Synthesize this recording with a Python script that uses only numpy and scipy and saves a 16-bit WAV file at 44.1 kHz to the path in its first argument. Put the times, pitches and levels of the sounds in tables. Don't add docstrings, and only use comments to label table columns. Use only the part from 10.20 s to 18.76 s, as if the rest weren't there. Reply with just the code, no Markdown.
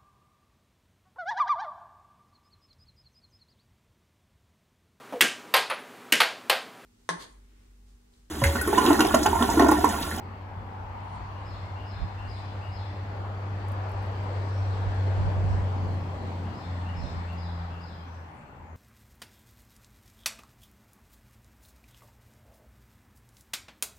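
import sys
import numpy as np
from scipy import signal
from scipy.fft import rfft, irfft
from scipy.io import wavfile
from scipy.ndimage import uniform_filter1d

SR = 44100
rng = np.random.default_rng(int(sys.argv[2]) if len(sys.argv) > 2 else 0)


def dump(signal):
    limited = np.clip(np.atleast_2d(signal).T, -1, 1)
    pcm = np.round(limited * 32767).astype(np.int16)
    wavfile.write(sys.argv[1], SR, pcm)


N = 377496
TIME = np.arange(N) / SR


def gain_of(db):
    return 10 ** (np.asarray(db) / 20)


def unit_rms(x):
    return x / np.sqrt(np.mean(x ** 2) + 1e-20)


def spectrum_at(points, hz):
    f, value = np.transpose(points)
    return np.interp(np.log(hz + 1), np.log(f + 1), value)


def curves(rows, t=TIME):
    times, *columns = np.transpose(rows)
    return [np.interp(t, times, column) for column in columns]


def add(mix, start_s, sound):
    part = mix[max(round(start_s * SR), 0):][:len(sound)]
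    part += sound[:len(part)]


def bump(centre_s, half_width_s):
    return np.exp(-((TIME - centre_s) / half_width_s) ** 2)


def drift(rate_hz):
    hz = np.fft.rfftfreq(N, 1 / SR)
    return unit_rms(irfft(rfft(rng.standard_normal(N)) / (1 + (hz / rate_hz) ** 4), N))


def narrow_band(phase, half_width_hz):
    return drift(half_width_hz) * np.cos(phase) + drift(half_width_hz) * np.sin(phase)


# (frequency [Hz], correlation [-1 to 1])
CORRELATION = [(30, 0.88), (120, 0.98), (220, 0.86), (350, 0.84), (550, 0.73), (780, 0.27), (1000, 0.21),
               (1250, -0.21), (1850, 0.14), (2700, -0.12), (4400, 0.1), (7000, -0.04)]
# (frequency [Hz], left over right [dB])
LEAN = [(60, 2.5), (200, 0), (380, 1.8), (700, 1.5), (1300, 3), (2400, 4), (4400, 4.5), (8000, 6.5),
        (11000, -0.5), (15000, 6.5)]
def noise(spectrum, patchy_db):
    frames, hz = N // 512 + 5, np.fft.rfftfreq(2048, 1 / SR)
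    a, b, c, d, patches = rng.standard_normal((5, frames, len(hz)))
    patches = uniform_filter1d(patches, size=12, axis=0)
    patches = unit_rms(uniform_filter1d(patches, size=20, axis=1))
    likeness = np.clip(spectrum_at(CORRELATION, hz), -1, 1)
    left = a + 1j * b
    right = likeness * left + np.sqrt(1 - likeness ** 2) * (c + 1j * d)
    lean_db = np.array([spectrum_at(LEAN, hz), -spectrum_at(LEAN, hz)])[:, None] / 2
    bins = np.array([left, right]) * gain_of(spectrum_at(spectrum, hz) + patchy_db * patches + lean_db)
    pair = signal.istft(bins.swapaxes(1, 2), nperseg=2048, noverlap=1536)[1][:, :N]
    return pair / pair.mean(0).std()


PASSAGES = { "hum": (-25.5, 5, 0.7746, 1.04, 7.4, 3.5), "second order": (-45.5, 7.5, 0.56, .75, 7.5, 32),
            "third order": (-57.5, 5.0, 3.5, 1.4, 7.1, 23), "boom": (-39.5, 6, 0.33, .56, 6, 2),
            "roar": (-42, 4.95, 0.94, 0.8, 6, 3), "rush": (-45.5, 4.5, 0.8, 0.23, 7.5, 7),
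            "hiss": (-57.5, 4.5, 1.07, 0.63, 7.5, 14), "fizz": (-69, 5.0, 1.43, .72, 7, 4.5),
            "far drone": (-45.5, 3, 1.0, 0.7, 5.5, 10), "far car": (-51.5, 1.7, 2.2, 0, 0, 10)}
def passing(part):
    db, nearest_s, width_s, exponent, screened_s, screen_db_per_s = PASSAGES[part]
    distance = np.hypot(1, (TIME - nearest_s) / width_s)
    return gain_of(db - screen_db_per_s * np.maximum(TIME - screened_s, 0)) / distance ** exponent


# (frequency [Hz], relative level [dB])
AIR_SPECTRUM = [(30, -14), (70, 6), (150, -1.5), (400, -19), (1000, -11), (3000, -29), (5000, -54),
                (10000, -43), (12500, -32.5), (15700, -44.5)]
def still_air():
    return gain_of(-59.5) * noise(AIR_SPECTRUM, patchy_db=2.5)


# (time [s], level [dB])
RUMBLE_LEVEL = [(0, -46), (1.5, -46), (3, -48), (4.5, -44), (5.5, -46.5), (6.4, -50), (7.4, -47), (8, -59),
                (8.56, -54)]
# (frequency [Hz], relative level [dB])
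RUMBLE_SPECTRUM = [(15, -37), (28, -27), (40, 0), (52, 21), (68, 15.5), (85, 5.5), (120, 10), (250, -49.5)]
FAR_CAR_SPECTRUM = [(120, -23), (205, 8), (290, -5.5), (430, -2.5), (650, -0.5), (1200, -55)]
def far_traffic(drone_hz=88.6):
    rumble = gain_of(curves(RUMBLE_LEVEL)[0]) * noise(RUMBLE_SPECTRUM, patchy_db=1.5)
    drone = passing("far drone") * narrow_band(2 * np.pi * drone_hz * TIME, half_width_hz=1.9)
    car = passing("far car") * noise(FAR_CAR_SPECTRUM, patchy_db=4.0)
    return rumble + drone + car


# (frequency [Hz], relative level [dB])
BUFFET_SPECTRUM = [(15, -29.5), (28, -19), (42, -1), (65, 1), (90, -5), (135, -9), (180, -10.5), (260, -42),
                   (600, -81)]
# (time [s], Gaussian width [s], left level [dB], right level [dB])
GUSTS = [(1.39, 0.14, -68, -48), (1.828, 0.027, -41, -26.5), (2.15, 0.23, -54, -47),
         (4.674, 0.031, -52, -30), (4.894, 0.032, -40, -40), (5.041, 0.045, -30, -24.5),
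         (5.274, 0.077, -35, -23), (5.37, .06, -37, -31), (5.66, 0.11, -37, -51), (6.83, 0.057, -54, -31),
         (6.966, 0.032, -55, -33)]
def breeze():
    power = np.zeros((2, N))
    for s, width, *levels_db in GUSTS:
        t = np.arange(-3 * width, 3 * width, 1 / SR)
        for side, db in zip(power, levels_db):
            add(side, s + t[0], (gain_of(db) * np.exp(-(t / width) ** 2 / 2)) ** 2)
    colour = gain_of(spectrum_at(BUFFET_SPECTRUM, np.fft.rfftfreq(N, 1 / SR)))
    eddies = irfft(rfft(rng.standard_normal((2, N))) * colour, N)
    return np.sqrt(power) * unit_rms(eddies)


# (time [s], level [dB], band centre [Hz], decay time constant [s])
TICKS = [(3.484, -47.5, 9800, 0.002), (3.519, -47, 10600, 0.0019), (3.693, -56, 10500, .003),
         (3.718, -54, 11000, 0.0025), (3.825, -59, 11950, .004), (3.86, -65, 11900, .005),
         (4.03, -69, 11500, .012), (4.74, -72, 11500, .025), (5.65, -75, 11000, .03),
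         (5.735, -68, 10500, .012), (7.129, -50, 15500, 0.0019)]
def ticks(rise_s=0.0011, half_width_hz=3600, tail_db=-21, tail_s=0.021):
    t, hz = np.arange(4096) / SR, np.fft.rfftfreq(4096, 1 / SR)
    pair = np.zeros((2, N))
    for s, db, centre_hz, decay_s in TICKS:
        attack = 1 - np.exp(-t / rise_s)
        decay = np.exp(-t / decay_s) + gain_of(tail_db) * np.exp(-t / tail_s)
        band = 1 / (1 + ((hz - centre_hz) / half_width_hz) ** 4)
        for side in pair:
            burst = unit_rms(irfft(rfft(rng.standard_normal(len(t))) * band))
            add(side, s, gain_of(db) * burst * attack * decay)
    return pair * gain_of([[.5], [-.5]])


def whistle(note, waver, pitch=1):
    t = np.arange(note[0][0], note[-1][0], 1 / SR)
    hz, db = curves(note, t)
    tremble = unit_rms(uniform_filter1d(rng.standard_normal(len(t)), size=150))
    cycles = np.cumsum(hz * pitch * (1 + waver * tremble)) / SR
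    return gain_of(db) * np.sin(2 * np.pi * cycles) * signal.windows.tukey(len(t), .12)


def trees(sound, t60_s, wet_db, early_db):
    t = np.arange(SR) / SR
    scatter = rng.standard_normal((2, SR)) * (rng.random((2, SR)) < 2000 / SR)
    tail = scatter * gain_of(-60 * t / t60_s) * (1 - np.exp(-t / .012))
    response = gain_of(wet_db) * tail / np.linalg.norm(tail, axis=1, keepdims=True)
    delays = (rng.uniform(.006, .055, (2, 8)) * SR).astype(int)
    np.put_along_axis(response, delays, gain_of(early_db) * rng.choice([-1, 1], delays.shape), 1)
    response[:, 0] = 1
    return signal.oaconvolve(sound[None], response, axes=1)[:, :N] / np.linalg.norm(response[0])


# (time in the call [s], frequency [Hz], relative level [dB])
THIN_NOTE = [(0, 9750, -10), (.04, 9500, -5), (.075, 9450, -8), (.092, 9120, -2), (.108, 9050, 0),
             (.113, 8400, 5), (.124, 7000, 5), (.136, 6800, -12)]
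# (time [s], level [dB])
THIN_CALLS = [(0.812, -70), (2.05, -70), (4.27, -75), (8.05, -74)]
# (time [s], duration [s], first frequency [Hz], last frequency [Hz], level [dB])
SLURS = [(0.023, 0.13, 4800, 4500, -73), (0.911, 0.08, 4100, 3430, -66), (1.418, 0.093, 2170, 2100, -56),
         (4.3, .1, 5320, 5670, -59), (5.28, 0.042, 5700, 5260, -59), (6.0, 0.091, 4210, 3600, -61),
         (6.784, 0.064, 5464, 5900, -62), (6.86, 0.036, 5700, 7200, -70), (7.719, 0.13, 3235, 3140, -62),
         (7.838, 0.14, 6000, 5600, -68.5), (8.44, 0.1, 6800, 6300, -75)]
def other_birds():
    calls, slurs = np.zeros((2, N))
    for s, db in THIN_CALLS:
        add(calls, s, gain_of(db) * whistle(THIN_NOTE, waver=0.02))
    for s, length, first_hz, last_hz, db in SLURS:
        add(slurs, s, whistle([(0, first_hz, db), (length, last_hz, db)], waver=.02))
    calls = trees(calls, t60_s=0.36, wet_db=13, early_db=-14)
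    slurs = trees(slurs, t60_s=0.47, wet_db=9, early_db=-13)
    return (calls + slurs) * gain_of([[2.5], [-.5]])


# (time from the high note's onset [s], base frequency [Hz], relative level [dB])
LOW_NOTE = [(-.098, 2565, -7), (-.087, 2690, 2.5), (-.068, 2850, 2.5), (-.055, 2850, 2.5),
            (-.04, 2860, -11)]
HIGH_NOTE = [(0, 4550, -5), (.009, 4950, 0), (.02, 5160, 2.5), (.04, 5090, .5), (.052, 4450, -6),
             (.068, 4170, 2), (.084, 4000, 0), (.098, 3570, -1), (.12, 3500, -1)]
# (time [s], high note level [dB], pitch [ratio], low note level [dB], high note ramp [dB])
PHRASES = [(1.245, -57.5, 1.01, -58, 5), (1.653, -56.5, 1, -52.5, 6.5), (2.07, -51.5, 0.98, -52, -0.5),
           (2.505, -54.5, 0.99, -51, 3.5), (6.335, -57.5, 1, -57.5, 5.5), (6.751, -52, 1.005, -51, 0),
           (7.168, -51.5, 0.98, -51.5, -2), (7.601, -53.5, .98, -54, -5)]
def songbird():
    low, high = np.zeros((2, N))
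    for s, high_db, pitch, low_db, ramp_db in PHRASES:
        add(low, s + LOW_NOTE[0][0], gain_of(low_db) * whistle(LOW_NOTE, waver=0.023, pitch=pitch))
        arch = whistle(HIGH_NOTE, waver=0.0205, pitch=pitch)
        add(high, s, gain_of(high_db + np.linspace(0, ramp_db, len(arch))) * arch)
    low = trees(low, t60_s=0.54, wet_db=3.5, early_db=-13) * gain_of([[2.5], [-2.5]])
    high = trees(high, t60_s=1.0, wet_db=9.5, early_db=-19) * gain_of([[4.7], [-1.3]])
    return low + high


# (time [s], band centre [Hz], level [dB])
TYRE_SONG = [(0, 844, -84), (.35, 852, -55.5), (.6, 854, -46), (.95, 916, -44.5), (1.1, 1030, -47.5),
             (1.35, 1088, -51.5), (1.7, 1077, -77), (2.2, 1100, -110)]
def tyre_song():
    hz, db = curves(TYRE_SONG)
    phase = 2 * np.pi * np.cumsum(hz) / SR
    band = np.array([narrow_band(phase, half_width_hz=155) for _ in range(2)])
    return gain_of(db) * band * gain_of([[1.2], [-1.2]])


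# (time [s], lead of the left microphone [s])
LEFT_LEAD = [(0, .00019), (2.8, .00014), (4.2, .00008), (5.6, -.00006), (8.5, -.00005)]
def crossing(pair):
    shift = curves(LEFT_LEAD)[0] / 2
    return np.array([np.interp(TIME + shift, TIME, pair[0]), np.interp(TIME - shift, TIME, pair[1])])


# (frequency [Hz], relative level [dB])
BOOM_SPECTRUM = [(70, -15), (115, 5), (160, 1), (220, 1.5), (280, -1), (340, -5.5), (450, -20),
                 (900, -55.5)]
ROAR_SPECTRUM = [(200, -36), (320, -6), (400, -1.5), (500, -0.5), (620, 0.5), (740, -2), (900, -3.5),
                 (1200, -17), (4000, -56)]
RUSH_SPECTRUM = [(300, -31), (600, -14), (780, 0), (900, 0.5), (1080, -2), (1300, -5.5), (1600, -8.5),
                 (2000, -11.5), (2600, -17.5), (3300, -25.5), (4500, -42.5), (8000, -64)]
HISS_SPECTRUM = [(1200, -7.5), (2400, -0.5), (3000, 1), (3350, 1), (3750, -1.5), (4450, 1), (5200, -6.5),
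                 (6000, -12), (7500, -30)]
FIZZ_SPECTRUM = [(3500, -13), (5000, -1), (6200, 1), (7000, 1), (7800, 2), (8700, -8.5), (10000, -10.5),
                 (10600, -19), (12500, -16.5), (15700, -22.5)]
# (time [s], half-width [s], midrange gain [dB], treble gain [dB])
SURGES = [(.3, .45, 0, -4.5), (3.102, 0.47, -0.4, -2.5), (3.647, 0.32, 2, -1.3), (5.03, 0.35, 1.5, 0.5),
          (6.9, 0.39, 0.5, 1.5)]
def road_noise():
    mid_db = sum(db * bump(s, width) for s, width, db, _ in SURGES)
    treble_db = sum(db * bump(s, width) for s, width, _, db in SURGES)
    boom = passing("boom") * noise(BOOM_SPECTRUM, patchy_db=1.75)
    roar = passing("roar") * noise(ROAR_SPECTRUM, patchy_db=1.5)
    rush = passing("rush") * noise(RUSH_SPECTRUM, patchy_db=1.5)
    hiss = passing("hiss") * noise(HISS_SPECTRUM, patchy_db=1.76)
    fizz = passing("fizz") * noise(FIZZ_SPECTRUM, patchy_db=1.5)
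    return boom + gain_of(mid_db) * crossing(roar + rush) + gain_of(treble_db) * (hiss + fizz)


# (time [s], frequency [Hz])
FIRING_RATE = [(0, 95.3), (1.9, 97.8), (3.1, 98.4), (4.3, 97), (5.4, 94.4), (6.2, 91), (7, 86.7),
               (8.56, 82.4)]
# (time [s], half-width [s], depth [dB])
HUM_DIPS = [(4.05, .33, 2), (4.68, 0.14, 3), (5.996, 0.24, 6.5), (6.382, 0.069, 15), (6.86, 0.057, 12),
            (7.74, 0.17, 8), (8.256, 0.17, 25.5)]
def engine(tailpipe_db=2, tailpipe_s=7.1, turn_s=.4, lean_db=0.85):
    phase = 2 * np.pi * np.cumsum(curves(FIRING_RATE)[0]) / SR
    dip_db = sum(depth_db * bump(s, width) for s, width, depth_db in HUM_DIPS)
    directivity_db = tailpipe_db / 2 * (1 + np.tanh((TIME - tailpipe_s) / turn_s))
    phase_scatter = .07 * np.array([drift(3), drift(3)])
    hum_db = 0.98 * drift(14) + directivity_db - dip_db
    hum = passing("hum") * gain_of(hum_db) * np.sin(phase + phase_scatter)
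    second = passing("second order") * gain_of(2.2 * drift(11)) * np.sin(2 * phase + 0.22 * drift(10))
    third = passing("third order") * gain_of(2.3 * drift(4.4)) * np.sin(3 * phase + .5 * drift(7.0))
    balance = gain_of([[lean_db / 2], [-lean_db / 2]])
    return np.sqrt(2) * crossing((hum + second + third) * balance)


def scene():
    air = still_air()
    vehicle = engine() + road_noise() + tyre_song()
    return air + vehicle + far_traffic() + breeze() + songbird() + other_birds() + ticks()


def record(dry):
    cutoff_hz = 15750
    low_pass = signal.firwin(511, cutoff_hz, window=("kaiser", 9), fs=SR)
    return signal.oaconvolve(dry, low_pass[None], "same")


dry = scene()
out = record(dry)
dump(out)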